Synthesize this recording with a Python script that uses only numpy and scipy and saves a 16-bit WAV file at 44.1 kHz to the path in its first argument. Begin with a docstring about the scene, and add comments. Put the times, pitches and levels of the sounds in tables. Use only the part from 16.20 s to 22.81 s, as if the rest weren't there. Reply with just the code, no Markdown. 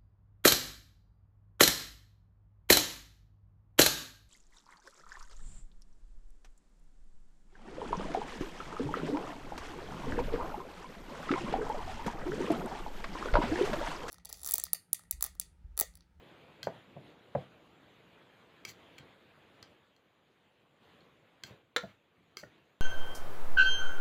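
"""Mashing squash in a bowl

A steel fork mashes soft squash in a glazed bowl that stands on a padded cloth on a kitchen table.
Tines click on the glaze (struck decaying modes) and scrape along it (noise grains through those modes).
The bowl rocks and knocks the table in bouncing board modes; once the fork raps the rim and chatters.
Behind lies shaped noise: hum, rush and hiss whose level drifts and steps; walls answer every blow."""
import sys
import numpy as np
from scipy import signal
from scipy.fft import rfft, irfft, next_fast_len
from scipy.io import wavfile
from scipy.ndimage import uniform_filter1d

SR = 44100
rng = np.random.default_rng(int(sys.argv[2]) if len(sys.argv) > 2 else 0)


def dump(signal):
    """Clip the signal to [-1, 1] and save it as 16-bit WAV at the path in sys.argv[1]."""
    limited = np.clip(np.atleast_2d(signal).T, -1, 1)
    pcm = np.round(limited * 32767).astype(np.int16)
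    wavfile.write(sys.argv[1], SR, pcm)


N = 291485

# tines landing on the glaze: (time [s], level [dB], bowl note [Hz], ring length [factor],
# weight near 1.3 kHz [dB], weight near 2.2 kHz [dB], weight near 5 kHz [dB])
TINE_CLICKS = [(0.43, -28, 1990, 0.92, -17, -1.5, -2), (2.4505, -28, 2277, 1.5, -2, 12, 17.5),
               (2.7814, -41, 2290, 1.7, -12, 2, -14), (2.786, -41, 2100, 0.51, -4, 4, -13),
               (3.4273, -40, 1920, 1.04, -3, 1, 8.5), (3.7634, -55.5, 2000, 1.2, -6, -4, -4),
               (4.806, -55, 2100, 0.98, -30, -34, -29), (5.236, -28.5, 2110, 0.97, -10.5, -0.5, 1),
               (6.1698, -27.5, 2180, 1.38, 3, 6, 13.5)]
# bowl and fork under the tines, relative, at ring length 1: (frequency [Hz], level [dB], t60 [s])
GLAZE_MODES = [(397, -8.5, 0.024), (1270, -0.5, 0.011), (1570, -4.5, 0.05), (2626, -11.5, 0.017),
               (3222, -5, 0.023), (4260, -1, 0.018), (4764, -2, 0.011), (4960, -7.5, 0.006),
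               (5970, -6, 0.0092), (6920, -7.5, 0.012), (7690, -14, 0.018), (10590, -17, 0.0086),
               (13400, -19, 0.011), (12520, -16, 0.013), (15200, -17, 0.0088)]
# the bowl note, relative, at ring length 1: (level [dB], t60 [s])
BOWL_NOTE = (-1.5, 0.016)
# tines dragged over the glaze, before the scrape's trim:
# (start [s], swell [s], start level re peak [dB], peak level [dB], t60 of the fade [s])
TINE_DRAGS = [(0.435, .003, -1, -53.5, 0.21), (2.461, 0.03, -28, -42.5, 0.11), (5.245, 0.03, -3, -59, 0.18),
              (5.575, .05, -3, -62, .3), (6.178, 0.014, -5.5, -51.5, 0.21)]
# the fork raps the rim and chatters: (time [s], level [dB])
RIM_RAPS = [(5.5630, -12.5), (5.5655, -15.5), (5.5693, -21), (5.5711, -27), (5.5806, -31)]
# bare rim, relative: (frequency [Hz], level [dB], t60 [s])
RIM_MODES = [(493, -13.5, 0.05), (1070, -15, 0.018), (1405, -6.5, 0.026), (1463, -20.5, 0.046),
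             (1714, -3.5, 0.012), (1800, -20.5, 0.028), (2017, -15, 0.022), (2100, -26, 0.065),
             (3240, -17.5, 0.017), (3580, -6, 0.015), (3890, -5, 0.011), (5960, -25, 0.013),
             (7150, -17, 0.016), (9830, -24, 0.006)]
# the bowl's foot lands on the table: (time [s], level [dB], knock pitch [factor], board boom [dB],
# hardness [dB], time to the first bounce [ms], bounce level re landing [dB])
FOOT_KNOCKS = [(0.435, -45, 1.05, 14, 4, 3.2, 0), (0.4709, -20, 1.04, -14.5, 4, 7, -17),
               (0.4785, -33, 1.59, -2, -7, 3.5, -22), (0.561, -53, 1.05, 6, -5, 16, -1),
               (0.757, -47, 0.87, 4, -11, 2.7, -5), (0.7653, -37.5, 1.095, 6, -7, 5.4, 3.5),
               (0.861, -53, 1.3, 11, 5, 3.3, -5), (1.1507, -22, 1.15, -1.5, -1, 3.7, -20),
               (1.154, -19.5, 1.027, -4.5, -27, 3.73, -3), (1.169, -47.5, 1.36, 12, 6, 14.4, -2),
               (1.221, -48, 0.51, -12, -12, 3.1, -9), (2.479, -47.5, 0.91, 7, 26, 2.6, -7),
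               (2.798, -49, 0.88, 17, -1, 3.6, -9), (3.419, -55, 0.71, 12, 6, 2, -6),
               (5.243, -44.5, 1.11, 9, 10, 2.56, -13), (5.281, -50, 1.02, -6, -5.5, 3.1, -6),
               (5.307, -42.5, 0.99, 15, -17, 2.6, -8), (5.632, -38, .9, 5, -3.5, 2.6, -13.5),
               (5.6374, -32, 1.104, 3, -13, 4.5, -3), (6.2313, -40, 0.986, -2, -5, 2.9, -13),
               (6.2351, -36.5, 1.03, -6, 17, 5.9, -15.5), (6.274, -59, 0.61, -1, -10, 3.6, -15)]
# table board, relative, at knock pitch 1: (frequency [Hz], level [dB], t60 [s])
BOARD_MODES = [(127, -7, .08), (164.7, -11, 0.094), (181.5, -15.5, 0.075), (274, -11.5, 0.049),
               (396, -20.5, 0.12), (503.5, -5.5, 0.037), (585, 8.5, 0.018), (726, -2, 0.015),
               (832, -21, 0.037), (970, -20.5, 0.016), (1420, -14, 0.02), (1760, -14.5, 0.014)]
# first contact and two bounces, added to each knock:
# (delay [bounce times], level change [dB], boom change [dB], hardness change [dB])
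BOUNCE_PATTERN = [(0, -0.5, 4, 4.5), (1.002, -2.5, -2.5, -11), (2.299, -7, 7, -6)]
# level of the background rush, with drifts and sudden steps, before the swells: (time [s], level [dB])
RUSH_LEVEL = [(0, -63), (.39, -64.5), (.96, -67), (1.58, -67), (2.34, -66), (2.6, -63.5), (2.9, -64.5),
              (2.98, -67), (3.52, -66.5), (3.56, -69.5), (3.78, -74.5), (4.42, -73.5), (4.6, -73),
              (4.64, -66.5), (4.85, -67.5), (5.01, -72), (5.38, -69.5), (5.47, -76.5), (5.9, -75.5),
              (6.15, -72.5), (6.5, -71.5), (6.61, -77.5)]
# hum level over the rush, before the swells: (time [s], level [dB])
HUM_OVER_RUSH = [(0, 3.5), (1, 4), (2.5, 2), (3.4, 2.5), (4, 1.5), (5, 2.5), (5.8, 3), (6.61, 1.5)]
# brief rises of the background after some loud blows: (peak time [s], rush rise [dB], hum rise [dB])
BACKGROUND_SWELLS = [(.55, 4, 6), (.88, 4.5, 4.5), (1.21, 8, 4), (5.3, 8, 9), (5.698, 12, 7),
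                     (6.33, 3.5, 3)]
# relative spectrum of the hum: (frequency [Hz], density [dB per Hz])
HUM_SPECTRUM = [(15, -56), (25, -28), (86, -4), (162, 0), (245, -3), (324, -1.5), (409, -4), (448, -1.5),
                (1000, -10), (1300, -37.5), (2200, -120)]
# relative spectrum of the rush: (frequency [Hz], density [dB per Hz])
RUSH_SPECTRUM = [(470, -29.5), (800, -15.5), (1090, -1.5), (1220, -2.5), (1890, -4.5), (3280, -6),
                 (3770, -9), (5200, -24.5), (6760, -54), (11400, -120)]
# relative spectrum of the hiss: (frequency [Hz], density [dB per Hz])
HISS_SPECTRUM = [(2820, -24.5), (4800, -17), (5640, -7.5), (6900, 2.5), (8110, -5.5), (14000, -2.5),
                 (15100, -3.5), (16000, -32.5)]
# decay of the kitchen walls' answer: (frequency [Hz], t60 [s])
WALL_DECAY = [(120, 0.28), (500, 0.19), (2000, 0.21), (6000, 0.17), (14000, 0.022)]
# gentle treble roll-off of the microphone: (frequency [Hz], gain [dB])
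MIC_ROLL_OFF = [(6000, 0), (8000, -2.5), (9200, -3), (10500, -4), (14000, -5.5)]

RING_DB, TINE_DB = -8.5, -3  # weights of the modes near 1.6 and 4.6 kHz
TOP_FOLLOWS = 0.41  # share of the 2.2 kHz weight that reaches the top modes, near 7 kHz and above
HARD_CONTACT_MS, HARD_LANDING_DB = 0.9, -20  # contact time of a landing at this level
SOFTER_PER_DB = 0.045  # weaker landings sink into the padding longer: log contact time per dB
HARDER_PER_DB = 2.04  # a stronger bounce is harder: dB of hardness per dB of level
SWELL_RISE_S, SWELL_FALL_S = 0.1, 0.082
HISS_DB, USUAL_RUSH_DB = -83.5, -68  # hiss level when the rush is at its usual level
HISS_FOLLOWS = 0.8  # the hiss swings less than the rush
TOP_HZ = 15900  # band limit


def amp(db):
    """Gain of a level in dB."""
    return 10 ** (np.asarray(db) / 20)


def unit(x):
    """x at rms 1."""
    return x / np.sqrt(np.mean(x ** 2) + 1e-20)


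def along(points, hz):
    """Reads (frequency [Hz], value) points on a log frequency axis."""
    f, v = np.transpose(points)
    return np.interp(np.log(hz + 1), np.log(f + 1), v)


def filtered(x, response):
    """Shapes x with a complex response of frequency."""
    m = next_fast_len(N + 8192)
    return irfft(rfft(x, m) * response(np.fft.rfftfreq(m, 1 / SR)), m)[:N]


def ring(modes, colour, contact, crack_db, dull):
    """Decaying modes at peak 1 plus a broad crack; a longer contact (in s) eases the onset."""
    t = np.arange(SR // 4) / SR
    hz, db, t60 = np.transpose(modes)[:, :, None]
    chance = rng.standard_normal((2, len(modes), 1))
    level = db + along(colour, hz) + 1.5 * chance[0] - 60 * t / t60
    rise = 1 - np.exp(-t / contact)
    partials = amp(level) * np.sin(2 * np.pi * hz * t + 0.3 * chance[1])
    body = -partials.sum(axis=0) * rise
    pole = [1, -np.clip(dull, 0, 0.97)]  # a padded contact smooths the crack
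    grit = unit(signal.lfilter([1, -1], np.convolve(pole, pole), rng.standard_normal(len(t))))
    crack = amp(crack_db - 60 * t / 0.015) * rise * grit
    return body / np.abs(body).max() + crack


def add(track, s, blow, wet_db):
    """Lays a blow at time s with its own answer from the walls: noise that decays by frequency."""
    hz, t, z = signal.stft(rng.standard_normal(SR // 2), SR, nperseg=256)
    decay = amp(-60 * t / along(WALL_DECAY, hz)[:, None])
    tail = signal.istft(z * decay, SR, nperseg=256)[1]
    walls = np.pad(tail / np.linalg.norm(tail), (330, 0))  # the answer starts a few ms late
    echo = signal.fftconvolve(blow, walls)
    start = round(s * SR)
    track[start:][:len(blow)] += blow
    track[start:][:len(echo)] += amp(wet_db) * echo


def tines():
    """Tines land as a grainy crack over the briefly ringing glaze; mash on the spot shortens the ring."""
    track = np.zeros(N + SR)
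    for s, db, note_hz, length, low_db, body_db, bright_db in TINE_CLICKS:
        top_db = TOP_FOLLOWS * body_db
        colour = [(1300, low_db), (1570, RING_DB), (2350, body_db), (3250, 0),
                  (4640, TINE_DB), (4860, bright_db), (6900, top_db)]
        bowl = GLAZE_MODES + [(note_hz, *BOWL_NOTE)]
        modes = [(hz, level, t60 * length) for hz, level, t60 in bowl]
        blow = ring(modes, colour, 0.00043 * length, crack_db=top_db - 15.5, dull=0.11)
        add(track, s, amp(db) * blow, wet_db=-11.0)
    return track[:N]


def scrape():
    """Steel chatters over the glaze: dense uneven grains feed the bowl's modes, damped by the mash."""
    t, drag = np.arange(N) / SR, np.zeros(N)
    for s, swell, start_db, db, t60 in TINE_DRAGS:
        contour = np.interp(t - s, [0, swell, swell + 2 * t60], [start_db, 0, -2 * 60])
        drag += (t > s) * amp(db + contour)
    grains = rng.standard_normal(N)
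    unevenness = uniform_filter1d(rng.standard_normal(N), size=90) * np.sqrt(90)  # wanders over 2 ms
    grains = grains * amp(1.8 * unevenness)
    modes = GLAZE_MODES + [(2140, 3, BOWL_NOTE[1])]
    width_hz = 250  # one damped width for all modes

    def glaze(f):
        """Broad resonances of alternating sign, tilted up, over a faint floor above 1 kHz."""
        total = 0
        for k, (hz, db, _) in enumerate(modes):
            gain = (-1) ** k * amp(db + 5.9 * np.log2(hz / 4000))
            damping = 1j * f * width_hz
            total = total + gain * damping / (hz * hz - f * f + damping)
        return total + amp(-22.0) * (f > 1000)

    smooth_drag = uniform_filter1d(drag, size=132)  # 3 ms
    return amp(-2.0) * smooth_drag * unit(filtered(grains, glaze))


def rim():
    """The bare rim, free of mash, rings in its own modes under a chatter of raps."""
    track = np.zeros(N + SR)
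    for s, db in RIM_RAPS:
        blow = ring(RIM_MODES, [(500, 0)], contact=0.0004, crack_db=-16.0, dull=0.74)
        add(track, s, amp(db) * blow, wet_db=-12.5)
    return track[:N]


def table():
    """Padded knocks that bounce twice: the board booms, a harder landing wakes the upper modes."""
    track = np.zeros(N + SR)
    for s, db, pitch, boom_db, hard_db, bounce_ms, bounce_db in FOOT_KNOCKS:
        modes = [(hz * pitch, level, t60) for hz, level, t60 in BOARD_MODES]
        for delay, change_db, more_boom_db, harder_db in BOUNCE_PATTERN:
            peak_db = db + change_db + bounce_db * (delay > 0)
            hardness_db = hard_db + harder_db + HARDER_PER_DB * (peak_db - db)
            contact = HARD_CONTACT_MS / 1000 * np.exp(SOFTER_PER_DB * (HARD_LANDING_DB - peak_db))
            colour = [(125, boom_db + more_boom_db), (450, 0), (900, 0.007), (1850, hardness_db)]
            blow = ring(modes, colour, contact, crack_db=hardness_db - 32.5, dull=0.93)
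            add(track, s + delay * bounce_ms / 1000, amp(peak_db) * blow, wet_db=-13.0)
    return track[:N]


def background():
    """Three background noise bands with a shared level curve, raised briefly after some loud blows."""
    t = np.arange(N) / SR
    rush_db = np.interp(t, *np.transpose(RUSH_LEVEL))
    hum_db = rush_db + np.interp(t, *np.transpose(HUM_OVER_RUSH))
    for s, rush_swell_db, hum_swell_db in BACKGROUND_SWELLS:
        swell = np.interp(t, [s - SWELL_RISE_S, s, s + SWELL_FALL_S], [0, 1, 0])
        rush_db = rush_db + rush_swell_db * swell
        hum_db = hum_db + hum_swell_db * swell
    hiss_db = HISS_DB + HISS_FOLLOWS * (rush_db - USUAL_RUSH_DB)
    hum = amp(hum_db) * air(HUM_SPECTRUM, patchy_db=1.5)
    rush = amp(rush_db) * air(RUSH_SPECTRUM, patchy_db=1.86)
    hiss = amp(hiss_db) * air(HISS_SPECTRUM, patchy_db=3.0)
    return hum + rush + hiss


def air(spectrum, patchy_db):
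    """Coloured noise of rms 1 whose gain varies in random patches of time and frequency."""
    z = signal.stft(rng.standard_normal(N), nperseg=512)[2]
    field = uniform_filter1d(rng.standard_normal(z.shape), size=5, axis=0)
    field = uniform_filter1d(field, size=10, axis=1)
    noise = signal.istft(z * amp(patchy_db * unit(field)), nperseg=512)[1][:N]
    return unit(filtered(noise, lambda hz: amp(along(spectrum, hz))))


def scene():
    """Bowl and board are too small to send out deep bass; the background joins them in one channel."""
    small = signal.butter(3, 70, "high", fs=SR, output="sos")
    blows = tines() + scrape() + rim() + table()
    return (signal.sosfilt(small, blows) + background())[None]


def record(dry):
    """The microphone rolls off the treble; nothing is kept above the band limit."""
    return filtered(dry[0], lambda hz: amp(along(MIC_ROLL_OFF, hz)) * (hz < TOP_HZ))[None]


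dry = scene()
out = record(dry)
dump(out)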